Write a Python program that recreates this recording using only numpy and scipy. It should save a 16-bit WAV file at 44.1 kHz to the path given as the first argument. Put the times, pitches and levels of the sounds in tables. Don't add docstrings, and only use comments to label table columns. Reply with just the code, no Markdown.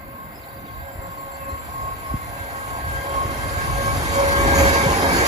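import sys
import numpy as np
from scipy import signal
from scipy.fft import next_fast_len
from scipy.io import wavfile
from scipy.ndimage import uniform_filter1d

SR = 44100
rng = np.random.default_rng(int(sys.argv[2]) if len(sys.argv) > 2 else 0)


def bounce(signal):
    frames = np.transpose(np.atleast_2d(signal))
    limited = np.clip(frames, -1, 1)
    pcm = np.round(limited * 32767).astype(np.int16)
    wavfile.write(sys.argv[1], SR, pcm)


N = 232786

# frequency in Hz, level in dB per Hz.
BACKGROUND_COLOUR = [(40, -71.5), (130, -67), (200, -73), (320, -75), (480, -87), (1000, -125)]
# frequency in Hz, likeness 0-1.
PORT_LIKENESS = [(60, 0.59), (300, 0.99), (600, 0.78), (1000, 1), (1600, 0.16), (2500, 0.028), (5000, 0.2),
                 (7000, 1), (10000, 1), (15000, 0.87)]
# middle in seconds, length in seconds, level in dB, middle in Hz.
GUST_SWELLS = [(0.13, 0.24, -43, 141), (0.79, 0.075, -36.5, 69), (1.865, 0.15, -36.5, 60),
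               (2.897, 0.1, -30.5, 75), (3.258, 0.3, -39.5, 285), (3.76, 0.34, -28.5, 79)]
# middle in seconds, level in dB, pitch in Hz, length in seconds.
MIC_PUFFS = [(0.957, -26, 76, 0.0039), (0.99, -23.5, 70.4, 0.0069), (1.533, -23.5, 77, 0.011),
             (2.116, -23.5, 62, 0.019), (2.139, -25.5, 293, 0.002), (2.143, -18.5, 179, 0.0034),
             (2.151, -19, 89.5, 0.0067), (2.408, -28, 89, 0.01), (3.256, -15.5, 84, 0.0044),
             (4.869, -13, 145, 0.0073)]
# start in seconds, length in seconds, start in Hz, end in Hz, level in dB,
# rasp 0-1.
BIRD_NOTES = [(0.31, 0.036, 4650, 4950, -57, .4), (0.336, 0.062, 5030, 5130, -51, .4),
              (.425, .045, 4200, 3900, -54, .7), (0.675, 0.03, 3450, 3300, -53, .5),
              (.875, 0.05, 3200, 3080, -58, .3), (1.165, 0.06, 4430, 4300, -54, .6),
              (1.308, .035, 4480, 4140, -55, .8), (1.335, 0.043, 4350, 4630, -51, 1),
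              (1.35, 0.18, 2750, 2500, -50, 0), (1.48, .055, 4150, 4180, -53, 0.6)]
# delay in seconds, start in Hz, end in Hz,
# level in dB before fade and scatter.
TRILL_PAIR = [(0, 4480, 4820, -52.5), (0.019, 3860, 3640, -54.5)]

# time in seconds, rate in Hz.
RIPPLE_RATE = [(0, 526.5), (1.8, 529.3), (3.3, 531.5), (4.5, 533.5), (5.28, 532)]
# frequency in Hz, level beside the train in dB per Hz before comb and trims,
# loss in dB for each second of travel still to come (negative: stronger from afar).
RAIL_BANDS = [(1790, -95, -4.5), (2630, -67.5, 4), (3660, -57.5, 11.5), (5100, -77, 12), (5700, -64, 14),
              (6800, -67, 6), (7650, -65, 3.5), (8040, -105.5, 25), (9106, -57, 9), (10460, -65.5, 3.5),
              (11100, -65, 12.5), (11080, -70.5, 2), (13200, -67, 3), (14800, -73, -0.6)]
# frequency in Hz, relative level in dB per Hz.
RUMBLE_SHAPE = [(15, -43), (25, -37), (40, -38), (55, 6), (80, 1), (110, -6), (160, -13.5), (250, -36),
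                (500, -18.5), (1500, -83)]
# frequency in Hz, relative level in dB per Hz.
HISS_SHAPE = [(1000, 10), (2600, 7), (3600, 2), (4800, 6), (5500, -0.5), (7000, 4), (9500, -7),
              (11500, 0.5), (13500, -23), (15000, 1)]
# middle in seconds, lift in dB, length in seconds.
BOGIE_FLARES = [(4.197, 2.5, 0.019), (4.646, 5, 0.096), (5.222, 4.5, 0.15)]
# frequency in Hz, relative level in dB per Hz from afar, the same close by.
ROAR_SHAPE = [(60, -21, -4), (171, -25, -0.5), (268, -2.5, 1), (335, -8.5, 1), (430, -5.5, 0.5),
              (580, 2.5, -1.5), (930, 1.5, 1), (1107, -2.5, 2.5), (1214, -5.5, -2), (1430, -0.5, -12),
              (1646, -2.5, -4), (1790, -7.5, -13.5), (2036, -3.5, -8.5), (2207, -6.5, -12),
              (3020, -13.5, -26.5), (4700, -17, -18), (6300, -45, -68), (15000, -73, -65)]
# frequency in Hz, width in Hz, lift in dB from afar,
# lift in dB close by.
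ROAR_RESONANCES = [(267, 17.6, 8, 2), (705, 13, 8.5, 0.5), (694, 14, 4, -0.5), (801, 9.4, 4, 6),
                   (1030, 14, 15.5, -5.5), (1553, 8.2, 9.5, 5.5), (1700, 22, -0.5, 4), (1906, 22, 10, 4),
                   (2109, 20, 11, 8), (2273, 8, 7, 18)]
# time in seconds, lift in dB.
ROAR_LIFT = [(0, 0.5), (.8, 1.5), (1.8, 1)]
# frequency in Hz, left minus right in dB.
ROAR_LEAN = [(300, 0), (550, -3.5), (800, -4), (1100, 0), (2000, 0)]
# frequency in Hz, depth in dB.
ROAR_STREAKS = [(450, .5), (900, 2.4), (2400, 2.6), (4000, 1)]
# middle in seconds, length in seconds, middle pitch in Hz,
# shift to either side as a share of the pitch, level in dB.
WHEEL_RINGS = [(4.5, 0.041, 800, 0.016, -33), (4.755, .12, 2190, 0.032, -31),
               (4.77, 0.078, 1082, .015, -26), (4.926, 0.06, 1040, .03, -26.5),
               (5.08, 0.054, 1534, 0.0064, -32)]

# multiple of the ripple rate, width in Hz, roughness 0-1.
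MAIN_TONES = [(1.037, 9.5, 0.45), (2.046, 20, 0.36), (3.018, 4.6, 0.99), (6.025, 35, 0.58),
              (14.04, 22, 0.6)]
# time in seconds, level in dB.
LOW_LEVEL = [(0.03, -52), (0.2, -51), (0.38, -60), (0.57, -44), (0.75, -66), (0.87, -41), (1.17, -47.5),
             (1.5, -39), (1.67, -51.5), (2.19, -79), (2.37, -40), (2.75, -47.5), (3.06, -34), (3.3, -38),
             (3.69, -40.5), (3.81, -28.5), (4.05, -41), (4.16, -23), (4.24, -20), (4.35, -27.5),
             (4.41, -24), (4.55, -26), (4.65, -16), (4.75, -28.5), (4.84, -23), (5.0, -34.5), (5.09, -22),
             (5.16, -36), (5.28, -34)]
MIDDLE_LEVEL = [(0, -46), (.22, -39.5), (.38, -53), (.5, -45.5), (.78, -37.5), (.88, -52), (1.04, -40),
                (1.22, -35), (1.35, -41), (1.52, -30.5), (1.66, -44), (1.77, -30), (1.92, -30), (2, -41),
                (2.1, -29), (2.47, -46), (2.57, -33.5), (2.68, -35.5), (2.85, -34), (3, -40.5), (3.2, -22),
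                (3.36, -39), (3.73, -27), (3.8, -31.5), (3.89, -23.5), (4.04, -39.5), (4.17, -24.5),
                (4.3, -35), (4.41, -25.5), (4.63, -34), (5.03, -46), (5.25, -24.5)]
THIRD_LEVEL = [(0, -54), (.65, -56), (.8, -42), (1.2, -52), (2, -44), (2.2, -60), (2.38, -35), (2.7, -40.5),
               (2.95, -31), (3.17, -44), (3.65, -31), (4.22, -33.5), (4.39, -24.5), (4.55, -24),
               (4.7, -23.5), (4.82, -23.5), (4.93, -35), (5.15, -26), (5.28, -31)]
SIXTH_LEVEL = [(0, -72), (2.75, -67), (3.15, -47), (3.24, -54), (3.33, -49), (3.55, -58), (3.78, -51),
               (3.97, -60), (4.13, -50), (4.4, -59), (4.62, -40.5), (4.75, -50), (4.83, -43), (4.93, -52),
               (5.02, -45), (5.12, -50), (5.28, -44)]
WHISTLE_LEVEL = [(0, -68), (.78, -63), (.88, -54.5), (1.65, -53), (2, -57), (2.3, -59), (3, -56),
                 (5.28, -47.5)]
# multiple of the ripple rate, width in Hz, trim in dB,
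# lag at the left port in ms.
RAIL_TONES = [(4.82, 10, -4, .39), (7.56, 12, -7, .25), (8.637, 14, 0, .21), (9.727, 14, -3.5, .185)]
# time in seconds, level in dB before the trim.
RAIL_TONE_LEVEL = [(0, -85), (2.6, -70), (3.05, -58.5), (3.4, -57.5), (3.6, -54), (4, -51.5), (4.3, -57),
                   (5.28, -62)]
# multiple of the ripple rate, width in Hz,
# level beside the train in dB before fading.
NEARING_TONES = [(4.021, 8.5, -35.5), (4.28, 7.6, -37), (10.84, 17, -48)]

ARRIVAL_S, SPEED_M_PER_S, CLOSEST_M = 4.626, 30.7, 8.53
FRAME = 2048
HOP = FRAME // 4
T = np.arange(N) / SR
HZ = np.fft.rfftfreq(FRAME, 1 / SR)
FRAME_T = np.arange(N // HOP + 3) * HOP / SR


def gain_of(db):
    return 10 ** (np.asarray(db) / 20)


def evened(x):
    return x / np.sqrt(np.mean(abs(x) ** 2) + 1e-20)


def curve(rows, t, axis=1):
    rows = np.array(rows)
    return np.interp(t, rows[:, 0], rows[:, axis])


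def colour(rows, axis=1):
    rows = np.array(rows)
    return np.interp(np.log(HZ + 1), np.log(rows[:, 0] + 1), rows[:, axis])


def bump(t, middle, length):
    return np.exp(-((t - middle) / length) ** 2)


def drift(rate):
    size = next_fast_len(N)
    spectrum = rng.standard_normal(size) + 1j * rng.standard_normal(size)
    spectrum = spectrum * np.exp(-.5 * (np.fft.fftfreq(size, 1 / SR) / rate) ** 2)
    return evened(np.fft.ifft(spectrum)[:N])


def smoothed_chance(shape, frames, bins):
    patches = uniform_filter1d(rng.standard_normal(shape), size=frames, axis=0)
    return evened(uniform_filter1d(patches, size=bins, axis=1))


def unit_band(db, band):
    inside = (HZ >= band[0]) & (HZ <= band[1])
    power = (gain_of(db)[..., inside] ** 2).sum(-1, keepdims=True) * SR / FRAME
    return db - 10 * np.log10(power)


def noise(db, lag_ms, patchy_db):
    shape = (len(FRAME_T), len(HZ))
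    a, b, c, d = rng.standard_normal((4, *shape))
    patches = smoothed_chance(shape, frames=8, bins=24)
    same = np.clip(colour(PORT_LIKENESS), 0, 1)
    right = a + 1j * b
    left = same * right + np.sqrt(1 - same ** 2) * (c + 1j * d)
    left = left * np.exp(-2j * np.pi * HZ * lag_ms / 1000)
    frames = np.array([left, right]) * gain_of(db + patchy_db * patches)
    frames = frames * np.sqrt(1.5 * SR / FRAME)
    _, sound = signal.istft(frames, nperseg=FRAME, noverlap=FRAME - HOP, time_axis=1, freq_axis=2)
    return sound[:, :N]


def background():
    return noise(colour(BACKGROUND_COLOUR), lag_ms=0, patchy_db=3.0)


def gusts(octaves=0.74):
    power = 1e-20
    for s, length, level_db, hz in GUST_SWELLS:
        band = np.exp(-(np.log2((HZ + 1) / hz) / octaves) ** 2)
        swell = gain_of(level_db) * bump(FRAME_T, s, length)
        power = power + swell[:, None] ** 2 * band / (band.sum() * SR / FRAME)
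    return noise(10 * np.log10(power), lag_ms=0, patchy_db=1.0)


def breeze(flutter_db=-17, flutter_hz=280, spread=1.7):
    flutter = np.array([drift(flutter_hz).real, drift(flutter_hz).real])
    flutter = gain_of(flutter_db) * evened(flutter)
    out = np.zeros((2, N))
    for s, db, hz, length in MIC_PUFFS:
        push = bump(T, s, length) * np.cos(2 * np.pi * hz * (T - s))
        out += gain_of(db) * (push + bump(T, s, length * spread) * flutter)
    return out


def trill(count):
    start_s, step_s, note_s, rasp = .405, 0.077, 0.028, .4
    fade_db = .15
    scatter_s, scatter_hz, scatter_db = .002, 35, 1
    notes = []
    for k in range(count):
        for delay, start_hz, end_hz, db in TRILL_PAIR:
            late, high, loud = rng.standard_normal(3)
            start = start_s + k * step_s + delay + scatter_s * late
            off_hz = scatter_hz * high
            level_db = db - k * fade_db + scatter_db * loud
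            notes.append((start, note_s, start_hz + off_hz, end_hz + off_hz, level_db, rasp))
    return notes


def birds(echo_db=-3, t60=0.45, rasp_hz=170):
    song = np.zeros(N)
    fuzz = drift(rasp_hz)
    for s, length, start_hz, end_hz, db, rasp in list(BIRD_NOTES) + trill(count=6):
        u = np.clip((T - s) / length, 0, 1)
        rasp = np.clip(rasp, 0, 1)
        note = np.exp(2j * np.pi * np.cumsum(start_hz + (end_hz - start_hz) * u) / SR)
        voice = (note * (np.sqrt(1 - rasp) + np.sqrt(rasp) * fuzz)).real
        song += gain_of(db) * np.sin(np.pi * u) * voice
    t = T[:SR // 2]
    trees = rng.standard_normal((2, len(t))) * gain_of(-60 * t / t60)
    trees = trees / np.linalg.norm(trees[0])
    echo = signal.fftconvolve(song[None], trees, axes=1)[:, :N]
    return song + gain_of(echo_db) * echo


def distance(t):
    return np.hypot(SPEED_M_PER_S * np.maximum(ARRIVAL_S - t, 0), CLOSEST_M)


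def approach(t, beside_db, loss_db_per_m):
    metres = distance(t)
    return beside_db - 10 * np.log10(metres / CLOSEST_M) - loss_db_per_m * (metres - CLOSEST_M)


def rail_song():
    to_come = np.maximum(ARRIVAL_S - FRAME_T, 0)[:, None]
    ripple_hz = curve(RIPPLE_RATE, FRAME_T)[:, None]
    off_hz = (HZ + ripple_hz / 2) % ripple_hz - ripple_hz / 2
    comb = 1 / (1 + (off_hz / 42) ** 2) ** 3.15 + gain_of(-27.5)
    db = colour(RAIL_BANDS, axis=1) - to_come * colour(RAIL_BANDS, axis=2) + 10 * np.log10(comb)
    passing_db = np.interp(T, [4.2, 4.8], [.5, -3])
    return noise(db, lag_ms=0.18, patchy_db=1.5) * gain_of(passing_db + 0.51 * drift(22).real)


def rumble():
    db = unit_band(colour(RUMBLE_SHAPE), (30, 160))
    ease_db = 11.5 * np.maximum(T - ARRIVAL_S, 0)
    level_db = approach(T, beside_db=-22.5, loss_db_per_m=0.11) - ease_db
    return noise(db, lag_ms=0, patchy_db=1.0) * gain_of(level_db)


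def hiss():
    db = unit_band(colour(HISS_SHAPE), (5400, 6700))
    flutter_db = 1.9 * drift(30).real
    bogie_db = sum(lift_db * bump(T, s, length) for s, lift_db, length in BOGIE_FLARES)
    port_db = np.array([[-1.2], [-.3]])
    level_db = approach(T, beside_db=-41, loss_db_per_m=0.16) + bogie_db + flutter_db + port_db
    return noise(db, lag_ms=0.1784, patchy_db=3.0) * gain_of(level_db)


def roar(fill=0.49):
    near = (CLOSEST_M / distance(FRAME_T))[:, None] ** fill
    db = (1 - near) * colour(ROAR_SHAPE, axis=1) + near * colour(ROAR_SHAPE, axis=2)
    for hz, width, far_db, near_db in ROAR_RESONANCES:
        lift_db = (1 - near) * far_db + near * near_db
        db = db + lift_db / (1 + ((HZ - hz) / width) ** 2)
    db = unit_band(db, (620, 980))
    db = db + np.array([.5, -.5])[:, None, None] * near * colour(ROAR_LEAN)
    streaks = smoothed_chance(db.shape[1:], frames=10, bins=3)
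    db = db + colour(ROAR_STREAKS) * near * streaks
    surge_db = 2.6 * bump(T, 4.53, 0.067)
    level_db = approach(T, beside_db=-28, loss_db_per_m=0.065) + curve(ROAR_LIFT, T) + surge_db
    return noise(db, lag_ms=0.27, patchy_db=1.5) * gain_of(level_db)


def passing_rings(rough=0.46, width_hz=22, lag_ms=0.26):
    out = np.zeros((2, N))
    for s, length, hz, fall, db in WHEEL_RINGS:
        u = (T - s) / length
        late = hz * np.array([[lag_ms / 1000], [0]])
        turns = np.cumsum(hz * (1 - fall * np.tanh(u))) / SR - late
        line = evened(1 + rough * drift(width_hz)) * np.exp(2j * np.pi * turns)
        out += np.sqrt(2) * gain_of(db) * np.exp(-u ** 2 / 2) * line.real
    return out


def tone(multiple, width, level_db, lag_ms=0.31, rough=0.87):
    turns = np.cumsum(curve(RIPPLE_RATE, T)) / SR
    waver = np.cumsum(2.65 * drift(4.38).real) / SR
    shared_fuzz = drift(width * 2)
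    port_fuzz = np.array([drift(width), drift(width)])
    line = evened(1 + rough * (shared_fuzz + 0.58 * port_fuzz)) * gain_of(level_db)
    late = np.array([[lag_ms / 1000], [0]]) * RIPPLE_RATE[0][1]
    return np.sqrt(2) * (line * np.exp(2j * np.pi * (multiple * (turns - late) + waver))).real


def whine():
    out = np.zeros((2, N))
    main_levels = (LOW_LEVEL, MIDDLE_LEVEL, THIRD_LEVEL, SIXTH_LEVEL, WHISTLE_LEVEL)
    for (multiple, width, rough), levels in zip(MAIN_TONES, main_levels):
        out += tone(multiple, width, curve(levels, T), rough=rough)
    for multiple, width, trim_db, lag_ms in RAIL_TONES:
        out += tone(multiple, width, curve(RAIL_TONE_LEVEL, T) + trim_db, lag_ms=lag_ms)
    for multiple, width, beside_db in NEARING_TONES:
        fading_db = 4 * drift(8.4).real
        out += tone(multiple, width, approach(T, beside_db, loss_db_per_m=0.25) + fading_db)
    return out


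def scene():
    surroundings = background() + gusts() + breeze() + birds()
    rolling = rumble() + hiss() + roar()
    return surroundings + rolling + rail_song() + passing_rings() + whine()


def record(dry, low_cut_hz=30, edge_hz=15150):
    low_cut = signal.butter(3, low_cut_hz, "highpass", fs=SR, output="sos")
    dry = signal.sosfilt(low_cut, dry)
    band_limit = signal.firwin(511, edge_hz, window=("kaiser", 9), fs=SR)
    return signal.oaconvolve(dry, band_limit[None], "same")


dry = scene()
out = record(dry)
bounce(out)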